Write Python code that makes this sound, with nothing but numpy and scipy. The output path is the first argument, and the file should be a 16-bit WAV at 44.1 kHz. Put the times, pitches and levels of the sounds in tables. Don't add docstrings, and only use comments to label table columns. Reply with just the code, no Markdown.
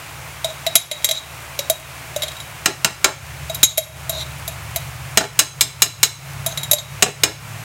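import sys
import numpy as np
from scipy import signal
from scipy.fft import rfft, irfft, next_fast_len
from scipy.io import wavfile
from scipy.ndimage import uniform_filter1d, minimum_filter1d

SR = 44100
rng = np.random.default_rng(int(sys.argv[2]) if len(sys.argv) > 2 else 0)


def to_wav(sig):
    pcm = np.clip(np.atleast_2d(sig), -1, 1) * 32767
    pcm = np.round(pcm).astype(np.int16)
    wavfile.write(sys.argv[1], SR, pcm.T)


N = 336904
T = np.arange(int(.4 * SR)) / SR
ATTACK = int(.02 * SR)

# (time [s], rotation rate [Hz], relative level [dB])
MOTOR_RUN = [(0, 18.8, -39), (2.3, 18.8, -40.5), (3.3, 15.1, -33.5), (4.5, 15, -34), (5.5, 16.05, -32.5),
             (6.3, 17.15, -32.5), (7.64, 17.9, -32.5)]
# (frequency [Hz], relative level [dB])
DRONE_SPECTRUM = [(25, -30), (45, -24), (60, -7), (75, 2), (90, -11), (106, 1.5), (120, -3), (137, 2.5),
                  (158, -5.5), (178, -17.5), (200, -14), (250, -56), (600, -55)]
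# (frequency [Hz], relative spectral density [dB])
HISS_SPECTRUM = [(30, -11), (150, -28.5), (250, -5.5), (480, -5), (620, 0.5), (1100, 1), (1900, -1.5),
                 (2400, 0.5), (3400, -7), (4900, -10.5), (6800, -9.5), (9500, -11.5), (13000, -14.5),
                 (16000, -15.5)]
# (frequency [Hz], relative level [dB], t60 [s])
STAND_MODES = [(130, -9, .1), (200, -8, .1), (295, -4, .04), (356, -1.5, .075), (410, -1, .08),
               (442, -8, .06), (550, -4, .04), (655, 2, .05), (735, 3, .045), (860, 0, .05),
               (1070, -7, .04), (1380, -4, .07), (1700, -2, .05)]
# (frequency [Hz], relative level [dB], t60 before added damping [s])
PAN_MODES = [(1380, -9, .12), (1465, -9, .12), (1640, -10, .11), (1850, -9, .09), (2215, 0, .1),
             (2345, 1, .1), (2410, -2, .08), (2832, 3, .1), (2930, -6, .1), (3580, -4, .1), (3945, 4, .11),
             (3986, 0, .32), (4060, -3, .13), (5070, -7, .22), (5215, -2, .2), (5380, -5, .13),
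             (6300, 0, .15), (6420, -2, .22), (6510, 0, .22), (6860, 1, .17), (7435, 0, .2), (8040, 2, .14),
             (8190, -3, .19), (8860, -2, .19), (9250, -8, .14), (10650, -10, .18), (11330, -6, .19),
             (12130, -9, .25), (13000, -8, .2), (13980, -6, .19)]
# (time [s], strength [dB], paste on the spoon [0-1])
PAN_KNOCKS = [(2.658, -14, .97), (2.8458, -12.5, .9), (3.043, -9.5, .97), (5.1731, -9, .97),
              (5.3907, -5, .38), (5.609, -8, .2), (5.8199, -4.8, .3), (6.0299, -5, .27),
              (7.0237, -8.5, .95), (7.2344, -8.5, .76)]
# (frequency [Hz], relative level [dB], t60 before added damping [s])
JAR_MODES = [(2110, -8, .08), (2330, -10, .06), (3270, -5, .07), (3460, -8, .06), (3790, -3, .09),
             (3828, 1, .13), (3890, -3, .1), (4140, -8, .06), (4970, -12, .06), (5670, -5, .07),
             (6190, -11, .12), (6480, -6, .13), (6640, -5, .13), (7200, -6, .09), (7290, -1, .13),
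             (7700, -9, .07), (8390, -9, .06), (8970, -10, .06), (10230, -3, .11), (10800, -9, .06),
             (11560, -3, .1), (11680, -7, .08), (13060, -4, .07), (13900, -8, .06), (14680, -7, .07),
             (15450, -10, .05)]
# (time [s], duration [s], strength [dB], air note relative to strength [dB], spot's frequency [Hz])
JAR_SCRAPES = [(.467, .048, -38, 1.5, 3790), (1.094, .02, -28, -2, 6280), (1.134, .062, -29, -20, 3940),
               (2.242, .05, -42, -3, 3790), (3.672, .063, -27, -13, 6680), (4.11, .083, -33, -3, 3828),
               (4.174, .06, -30, -16, 3890), (6.476, .06, -35, -9, 6290), (6.778, .018, -23, -12, 3790)]
# (time [s], clink strength [dB], spot's frequency [Hz], air note level [dB], air note frequency [Hz])
JAR_TAPS = [(.4445, -21.5, 3828, -23, 648), (.665, -19, 3520, -21.5, 656), (.7541, -6.5, 10230, -25, 670),
            (.9134, -18, 4050, -24, 605), (1.0443, -13.5, 7450, -34, 596), (1.089, -19, 3920, -28, 630),
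            (1.111, -15.5, 3920, -29, 637), (1.5903, -22, 5670, -26, 568), (1.6986, -15.5, 14680, -18, 642),
            (2.162, -27.5, 6190, -21.5, 598), (2.2207, -22.5, 3460, -48, 666),
            (2.233, -23.5, 3270, -30, 615), (2.2822, -30.5, 3270, -38, 615), (2.4016, -33, 3890, -50, 680),
            (3.497, -28.5, 3828, -27, 649), (3.5458, -27, 13060, -48, 670), (3.6305, -3, 6640, -42, 560),
            (3.7742, -17, 13060, -33, 670), (3.779, -9, 11560, -11, 632), (4.0945, -22, 13060, -29, 662),
            (4.478, -27.5, 10800, -33, 660), (4.76, -22, 13060, -29, 670), (6.4624, -20, 14680, -28.5, 654),
            (6.574, -23.5, 4140, -43, 640), (6.632, -26.5, 7290, -53, 600), (6.7126, -12, 11560, -27, 630),
            (6.732, -15, 11560, -18.5, 603)]


def undb(db):
    return 10 ** (np.asarray(db) / 20)


def unit(x):
    return x / np.sqrt(np.mean(x ** 2))


def at_level(x, db):
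    return x * undb(db) / np.sqrt(np.mean(x[:ATTACK] ** 2))


def fade(t60):
    return np.exp(-np.log(1000) * T / max(t60, .001))


def band(x, lo_hz, hi_hz, order=3):
    return signal.sosfilt(signal.butter(order, [lo_hz, hi_hz], 'band', fs=SR, output='sos'), x)


def noise(spectrum):
    hz, db = np.transpose(spectrum)
    n = next_fast_len(N, real=True)
    bins_hz = np.arange(n // 2 + 1) * SR / n + 1
    gain = undb(np.interp(np.log(bins_hz), np.log(hz), db))
    return unit(irfft(rfft(rng.standard_normal(N), n) * gain, n)[:N])


def wander(rate_hz):
    points = rng.standard_normal(int(N / SR * rate_hz) + 2)
    return .64 * np.interp(np.arange(N) / SR * rate_hz, np.arange(len(points)), points)


def add(track, start_s, x):
    i = int(start_s * SR)
    track[i:i + len(x)] += x[:N - i]


def ring(modes, decay_scale, scatter_db, detune):
    out = np.zeros(len(T))
    for (hz, db, t60), (weight, tuning, phase) in zip(modes, rng.standard_normal((len(modes), 3))):
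        decay_s = max(t60 * decay_scale, .001)
        t = T[:int(decay_s * SR)]
        envelope = undb(db + scatter_db * weight) * np.exp(-np.log(1000) * t / decay_s)
        out[:len(t)] += envelope * np.sin(2 * np.pi * (hz * (1 + detune * tuning) * t + phase))
    return out


def balance_bands(x, edges_hz, levels_db):
    return sum(at_level(band(x, lo, hi), db) for lo, hi, db in zip(edges_hz, edges_hz[1:], levels_db))


def motor(trim_db=-.5, rumble_db=-5, waver_db=3.5, deep_hz=95):
    t = np.arange(N) / SR
    times, *columns = np.transpose(MOTOR_RUN)
    hz, level_db = (np.interp(t, times, column) for column in columns)
    deep_db = np.interp(t, (4.9, 6.1), (-1.5, -9))
    turns = np.cumsum(hz) / SR
    harmonics = 0
    for k in range(3, 12):
        db = np.interp(k * hz, *np.transpose(DRONE_SPECTRUM)) + waver_db * wander(2.814)
        db += deep_db * (k * hz.mean() < deep_hz)
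        harmonics += undb(db) * np.sin(2 * np.pi * (k * turns + rng.random()))
    rumble = undb(rumble_db) * noise(DRONE_SPECTRUM)
    return undb(level_db + trim_db) * unit(unit(harmonics) + rumble)


def stove(hiss_db=-35.5, flutter_db=-.55, pops_per_s=120, pop_db=-29):
    pops = (rng.random(N) < pops_per_s / SR) * rng.exponential(1, N)
    hiss = noise(HISS_SPECTRUM) * undb(hiss_db + flutter_db * wander(14))
    return hiss + undb(pop_db) * band(pops, 5000, 14000, order=2)


def kitchen(x, wet_db=-14, t60=.4):
    tail = band(rng.standard_normal(len(T)), 300, 7600, order=1) * (fade(t60) - fade(.013))
    return x + undb(wet_db) * signal.fftconvolve(x, tail / np.linalg.norm(tail))[:N]


def stand_rattle(bounces_per_s=220, settle_t60=.27, rest_s=.084, splat_db=7):
    bounces = (rng.random(len(T)) < bounces_per_s / SR) * rng.choice([-1, 1], len(T))
    bounces = bounces * fade(settle_t60) * (T < rest_s)
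    bounces[0] = 1
    stand = ring(STAND_MODES, 1, scatter_db=1.5, detune=.004)
    splat = unit(band(rng.standard_normal(len(T)), 170, 1150, order=1)) * fade(.036)
    shaken = signal.fftconvolve(bounces, stand + undb(splat_db) * splat)[:len(T)]
    return shaken / np.std(shaken[:2 * ATTACK])


def pan_knocks(wall_db=1, rock_db=-1, crack_db=12, crack_t60=.032):
    out = np.zeros(N)
    for start_s, db, paste in PAN_KNOCKS:
        stand_db = np.interp(paste, [0, 1], [-28, -6.5])
        low_db = np.interp(paste, [0, 1], [-9.5, -3])
        high_db = np.interp(paste, [0, 1], [-4.5, -9.5])
        ring_share = np.interp(paste, [0, 1], [.74, .5])
        crack, clatter = rng.standard_normal((2, len(T)))
        wall = ring_share * ring(PAN_MODES, .75 * ring_share, scatter_db=2.5, detune=.001)
        wall += undb(crack_db) * crack * fade(crack_t60)
        wall += band(clatter, 900, 9000, order=1) * fade(.21 * ring_share)
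        wall *= 1 - fade(.002)
        levels_db = np.array([low_db, 0, high_db]) + db + wall_db
        add(out, start_s, balance_bands(wall, [900, 3300, 8500, 16000], levels_db))
        add(out, start_s, undb(db + stand_db + rock_db) * stand_rattle())
    return out


def air_note(hz, t60=.06):
    return np.sin(2 * np.pi * hz * T) * (fade(t60) - fade(.016))


def glass(decay_scale, spot_hz, lift_db, crack_db, crack_t60):
    nearest_hz = min(JAR_MODES, key=lambda mode: abs(mode[0] - spot_hz))[0]
    modes = [(spot_hz, db + lift_db, t60) if hz == nearest_hz else (hz, db, t60)
             for hz, db, t60 in JAR_MODES]
    ringing = ring(modes, decay_scale, scatter_db=2.5, detune=.0015)
    return ringing + undb(crack_db) * rng.standard_normal(len(T)) * fade(crack_t60)


def clink(db, spot_hz, decay_scale, below_db_per_oct=-2.8, above_db_per_oct=-5.4):
    contact = glass(decay_scale, spot_hz, lift_db=6, crack_db=3.5, crack_t60=.048)
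    contact *= 1 - fade(.0011)
    centres_hz = np.array([3600, 6700, 11500])
    octaves = np.log2(centres_hz / spot_hz)
    slope = np.where(octaves < 0, below_db_per_oct, above_db_per_oct)
    return balance_bands(contact, [1900, 5100, 8700, 16000], db + slope * np.abs(octaves))


def jar_scrapes(slips_per_s=1300, uneven_db=4, note_hz=635, rasp_db=-1.5, squeak_db=-3):
    out = np.zeros(N)
    for start_s, duration_s, db, note_db, spot_hz in JAR_SCRAPES:
        n = int(duration_s * SR)
        slips = (rng.random(len(T)) < slips_per_s / SR) * undb(uneven_db * rng.standard_normal(len(T)))
        slips = slips[:n] * signal.windows.tukey(n, .5)
        slips[0] += 1
        body = glass(.55, spot_hz, lift_db=11, crack_db=2, crack_t60=.02)
        rasp = signal.fftconvolve(slips, band(body, 1900, 9000, order=1))
        hollow = signal.fftconvolve(slips, air_note(note_hz, t60=.046))
        squeak = band(slips, 3600, 4100, order=2)
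        for part, part_db in [(rasp, rasp_db), (hollow, note_db), (squeak, squeak_db)]:
            add(out, start_s, undb(db + part_db) * part / np.std(part[:n]))
    return out


def jar_taps(decay_scale=.55, damping_per_db=.009, thud_db=-17, graze_chance=.25, graze_delay_s=.075):
    out = np.zeros(N)
    graze = clink(db=-39, spot_hz=3828, decay_scale=decay_scale)
    thud_noise = band(rng.standard_normal(N), 300, 4500, order=2)
    for start_s, db, spot_hz, note_db, note_hz in JAR_TAPS:
        damped_scale = np.clip(decay_scale - damping_per_db * (note_db - db), .1, 1)
        add(out, start_s, clink(db, spot_hz, damped_scale))
        add(out, start_s, at_level(air_note(note_hz), note_db))
        thud = thud_noise[int(start_s * SR):][:len(T)] * fade(.029)
        add(out, start_s, at_level(thud, db + thud_db))
        draw, lateness = rng.random(2)
        if draw < graze_chance:
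            add(out, start_s + graze_delay_s * (.5 + lateness), graze)
    return out


def scene():
    spoon_work = jar_taps() + jar_scrapes() + pan_knocks()
    return (kitchen(spoon_work) + stove() + motor())[None]


def gain_control(x, threshold_db=-19, slope=.66, hold_s=.11, glide_s=.044):
    power = signal.lfilter([1 / ATTACK], [1, 1 / ATTACK - 1], x ** 2)
    cut_db = -slope * np.maximum(10 * np.log10(power + 1e-12) - threshold_db, 0)
    hold = int(hold_s * SR)
    held_db = minimum_filter1d(cut_db, hold, origin=(hold - 1) // 2, mode='nearest')
    step = 1 / (glide_s * SR)
    return x * undb(signal.lfilter([step], [1, step - 1], held_db))


def limiter(x, ceiling=2.57, window_samples=45):
    gain = minimum_filter1d(ceiling / np.maximum(np.abs(x), ceiling), window_samples)
    return x * uniform_filter1d(gain, window_samples)


def record(dry, cutoff_hz=15850):
    clipped = np.clip(limiter(gain_control(dry)), -1, 1)
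    return signal.sosfilt(signal.ellip(10, .2, 70, cutoff_hz, fs=SR, output='sos'), clipped)


dry = scene()
out = record(dry)
to_wav(out)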